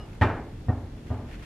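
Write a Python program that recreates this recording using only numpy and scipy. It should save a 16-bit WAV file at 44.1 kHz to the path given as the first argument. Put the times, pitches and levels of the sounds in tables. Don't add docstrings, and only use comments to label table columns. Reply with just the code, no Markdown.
import sys
import numpy as np
from scipy import signal
from scipy.io import wavfile

SR = 44100
rng = np.random.default_rng(int(sys.argv[2]) if len(sys.argv) > 2 else 0)


def master_out(mix):
    frames = np.transpose(np.atleast_2d(mix))
    ceiling = np.clip(frames, -1, 1)
    pcm = np.round(ceiling * 32767).astype(np.int16)
    wavfile.write(sys.argv[1], SR, pcm)


N = 63945


def amp(db):
    return 10 ** (np.asarray(db) / 20)


def rms_one(x):
    return x / np.sqrt(np.mean(x ** 2) + 1e-20)


def at_hz(points, hz):
    f_hz, values = np.array(points).T[:2]
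    return np.interp(np.log(hz), np.log(f_hz), values)


def drift(rate_hz):
    pole = np.exp(-2 * np.pi * rate_hz * 40 / SR)
    white = rng.standard_normal(N // 40 + 2002)
    slow = signal.lfilter([1], [1, -2 * pole, pole ** 2], white)[2000:]
    return np.interp(np.arange(N) / 40, np.arange(len(slow)), rms_one(slow))


def ring(x, hz, t60_s):
    radius = amp(-60 / (t60_s * SR))
    w = 2 * np.pi * hz / SR
    return signal.lfilter([0, np.sin(w)], [1, -2 * radius * np.cos(w), radius ** 2], x + 1e-18)


def low_pass(x, hz):
    return signal.sosfilt(signal.butter(2, hz, fs=SR, output="sos"), x)


def band_noise(spectrum, side, envelope):
    edges_hz = 22 * 2 ** np.arange(0, 9.5, 1 / 3)
    white = rng.standard_normal((2, 2, N + SR // 2))
    out, power = 0, 0
    for k, (low_hz, high_hz) in enumerate(zip(edges_hz, edges_hz[1:])):
        band = signal.butter(2, [low_hz, high_hz], "band", fs=SR, output="sos")
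        mid, edge = signal.sosfilt(band, white[k % 2])[:, -N:]
        hz = np.sqrt(low_hz * high_hz)
        gain = amp(at_hz(spectrum, hz))
        power += gain ** 2 * (high_hz - low_hz) * 2 / SR
        stereo = mid + amp(at_hz(side, hz)) * edge * [[1], [-1]]
        out = out + gain * envelope(hz) * stereo
    return out / np.sqrt(power)


# f/Hz, level/dB, t60/s
RING = [(1252, -48, 0.13), (2910, -48.5, 0.22), (4130, -60, 0.084), (5130, -61.5, .5)]
RING_STOP_S, RING_STOP_T60_S = .054, .05
RING_SAG_PER_S, RING_FLUTTER_DB = .3, 1.5


def metal_ring():
    t = np.arange(N) / SR
    damp_db = -60 * np.maximum(t - RING_STOP_S, 0) / RING_STOP_T60_S
    damp_db = damp_db + RING_FLUTTER_DB * drift(150.0)
    bent_s = t - .5 * RING_SAG_PER_S * t ** 2
    return sum(amp(db - 60 * t / t60_s + damp_db) * np.sin(2 * np.pi * hz * bent_s)
               for hz, db, t60_s in RING)


# f/Hz, relative level/dB per Hz
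AIR = [(15, -35), (25, -3.5), (64, -0.5), (175, -9.5), (234, -13), (297, -14), (376, -18), (452, -22),
       (786, -28.5), (997, -33.5), (1780, -36.5), (3350, -41.5), (13500, -57.5)]
# f/Hz, side minus mid level/dB
AIR_SIDE = [(60, -43), (110, -42), (200, -19), (360, -8.5), (660, -6.5), (1200, -1), (2180, -5.5),
            (3960, 0.5), (7200, -0.5), (13100, 7.5)]
AIR_DB = -40
HUM_HZ, HUM_WIDTH_HZ, HUM_DB = 242, 12, -54


def ventilation(patchy_db=.6):
    hum_t60_s = np.log(1000) / np.pi / HUM_WIDTH_HZ
    hum = rms_one(ring(rng.standard_normal(N + SR), HUM_HZ, hum_t60_s)[SR:])
    air = band_noise(AIR, AIR_SIDE, lambda hz: amp(patchy_db * drift(6.3)))
    return amp(AIR_DB) * air + amp(HUM_DB) * hum


# t/s, level/dB
RUSTLE = [(0, -66), (.1, -64), (.16, -60), (.22, -70), (1.02, -70), (1.08, -58), (1.12, -59), (1.18, -64),
          (1.25, -65), (1.3, -58), (1.34, -53), (1.37, -58), (1.4, -57), (1.43, -55)]
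# f/Hz, relative level/dB per Hz
CLOTH = [(500, -17), (1000, 0.5), (1800, 8), (3000, 2), (4200, -8), (6000, -10), (10000, -20.5),
         (13500, -20)]


def rustle(grain_db=2.5):
    level_db = np.interp(np.arange(N) / SR, *np.transpose(RUSTLE))
    level = amp(level_db + grain_db * drift(63.0))
    return band_noise(CLOTH, AIR_SIDE, lambda hz: level)


# t/s, push level/dB, slap level/dB, low-pass f/Hz, echo re push/dB, tail stretch (factor)
BOUNCES = [(.2130, -16, -19.5, 3000, 2.5, 0.97), (.6848, -20, -31, 926, 7.5, 0.97),
           (1.104, -25, -35, 930, 2.5, 1.235)]
# f/Hz, relative level/dB per Hz
TAIL = [(100, -0.5), (200, -1.5), (350, 2.5), (500, -2), (750, 3), (1200, -3), (1500, -1), (1900, -11),
        (2400, -9.5), (3500, -13.5), (5500, -28.5), (8000, -23.5), (13000, -27)]
# f/Hz, t60/s
TAIL_T60 = [(100, 0.41), (300, 0.59), (700, 0.47), (1200, 0.38), (2000, 0.45), (3000, 0.19), (6000, 0.17),
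            (12000, 0.1)]
# delay/s, level re running tail/dB
FAR_ECHOES = [(0, 0.82), (0.077, -9.5), (0.136, -5.5)]
# f/Hz, side minus mid level/dB
THUD_SIDE = [(60, -54), (110, -35), (200, -41), (360, -26), (660, -33), (1200, -14.5), (2180, -11),
             (3960, -3.5), (7200, 9), (13100, 8)]
TAIL_DB = -0.48
BUILD_S_PER_STRETCH = 0.0066
EARLIER_DB, EARLIER_S = -44, 0.76


def corridor():
    def envelope(hz):
        out = 0
        for s, _, slap_db, dull_hz, _, stretch in BOUNCES:
            t = np.maximum(np.arange(N) / SR - s, 0)
            dull_db = 10 * np.log10(1 + (hz / dull_hz) ** 4)
            decay_db = 60 * t / at_hz(TAIL_T60, hz) / stretch
            build_s = BUILD_S_PER_STRETCH * stretch ** 4
            build = sum(amp(db) * (1 - np.exp(-np.maximum(t - late_s, 0) / build_s))
                        for late_s, db in FAR_ECHOES)
            out = out + amp(slap_db - dull_db - decay_db) * build
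        earlier = amp(EARLIER_DB - 60 * np.arange(N) / SR / EARLIER_S) / (1 + (hz / 900) ** 2)
        return amp(TAIL_DB) * out + earlier
    return band_noise(TAIL, THUD_SIDE, envelope)


# f/Hz, relative level/dB, t60/s
LOW_MODES = [(89.26, -4.5, 0.48), (110.3, -2.5, 0.38), (134, -16.5, 0.12), (249.2, -2, 0.51),
             (294, 1, 0.75)]
# f/Hz, relative level/dB, t60/s
BALL_MODES = [(400.5, -2.5, 0.18), (530, -15, 0.28), (648, -12, 0.2), (737.5, -2, 0.21), (862, -4, 0.16),
              (930, -10, 0.17), (1216, -12.5, 0.26), (1207, -11, 0.36), (1848, -1, 0.073),
              (2385, -18, 0.39), (3000, -36, .1), (3800, -18.5, 0.15)]
CONTACT_S, SLAP_S, MODE_SPREAD_DB = .0082, .012, 2.0
ECHO_S, ECHO_DULL_HZ = 0.00928, 430
KNOCK_DB, KNOCK_HZ, KNOCK_T60_S = -13, 740, 0.016
CHANNEL_SHIFT_S, FLOOR_CUT_HZ = 1e-5, 46


def thuds():
    out = np.zeros(N)
    spread_db = rng.normal(0, MODE_SPREAD_DB, (len(BOUNCES), len(BALL_MODES)))
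    grit = rng.standard_normal(N)
    for (s, push_db, slap_db, dull_hz, echo_db, _), own_db in zip(BOUNCES, spread_db):
        t = np.arange(N) / SR - s
        squash_rate = np.cos(np.pi * t / CONTACT_S) * (t > 0) * (t < CONTACT_S)
        push = amp(push_db) * low_pass(squash_rate, dull_hz)
        echo = amp(echo_db) * low_pass(np.interp(t - ECHO_S, t, push), ECHO_DULL_HZ)

        scuff = grit * (t > 0) * (t < SLAP_S)
        scuff = scuff / np.sqrt(np.sum(scuff ** 2))
        slap = low_pass(amp(slap_db) * scuff, dull_hz)

        click = amp(push_db + KNOCK_DB) * (np.arange(N) == int(s * SR))
        knock = ring(click, KNOCK_HZ, KNOCK_T60_S)
        low = sum(amp(db) * ring(push, hz, t60_s) for hz, db, t60_s in LOW_MODES)
        low = low / (.5 * CONTACT_S * SR)
        ball = sum(amp(db + own) * ring(slap, hz, t60_s)
                   for (hz, db, t60_s), own in zip(BALL_MODES, own_db))
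        out += knock + push + echo + low + ball
    out = signal.sosfilt(signal.butter(2, FLOOR_CUT_HZ, "high", fs=SR, output="sos"), out)
    return out + CHANNEL_SHIFT_S * SR * np.gradient(out) * [[1], [-1]]


def scene():
    return metal_ring() + ventilation() + rustle() + corridor() + thuds()


STOPBAND_HZ = 13850


def record(dry):
    return signal.sosfilt(signal.cheby2(20, 50, STOPBAND_HZ, fs=SR, output="sos"), dry)


dry = scene()
out = record(dry)
master_out(out)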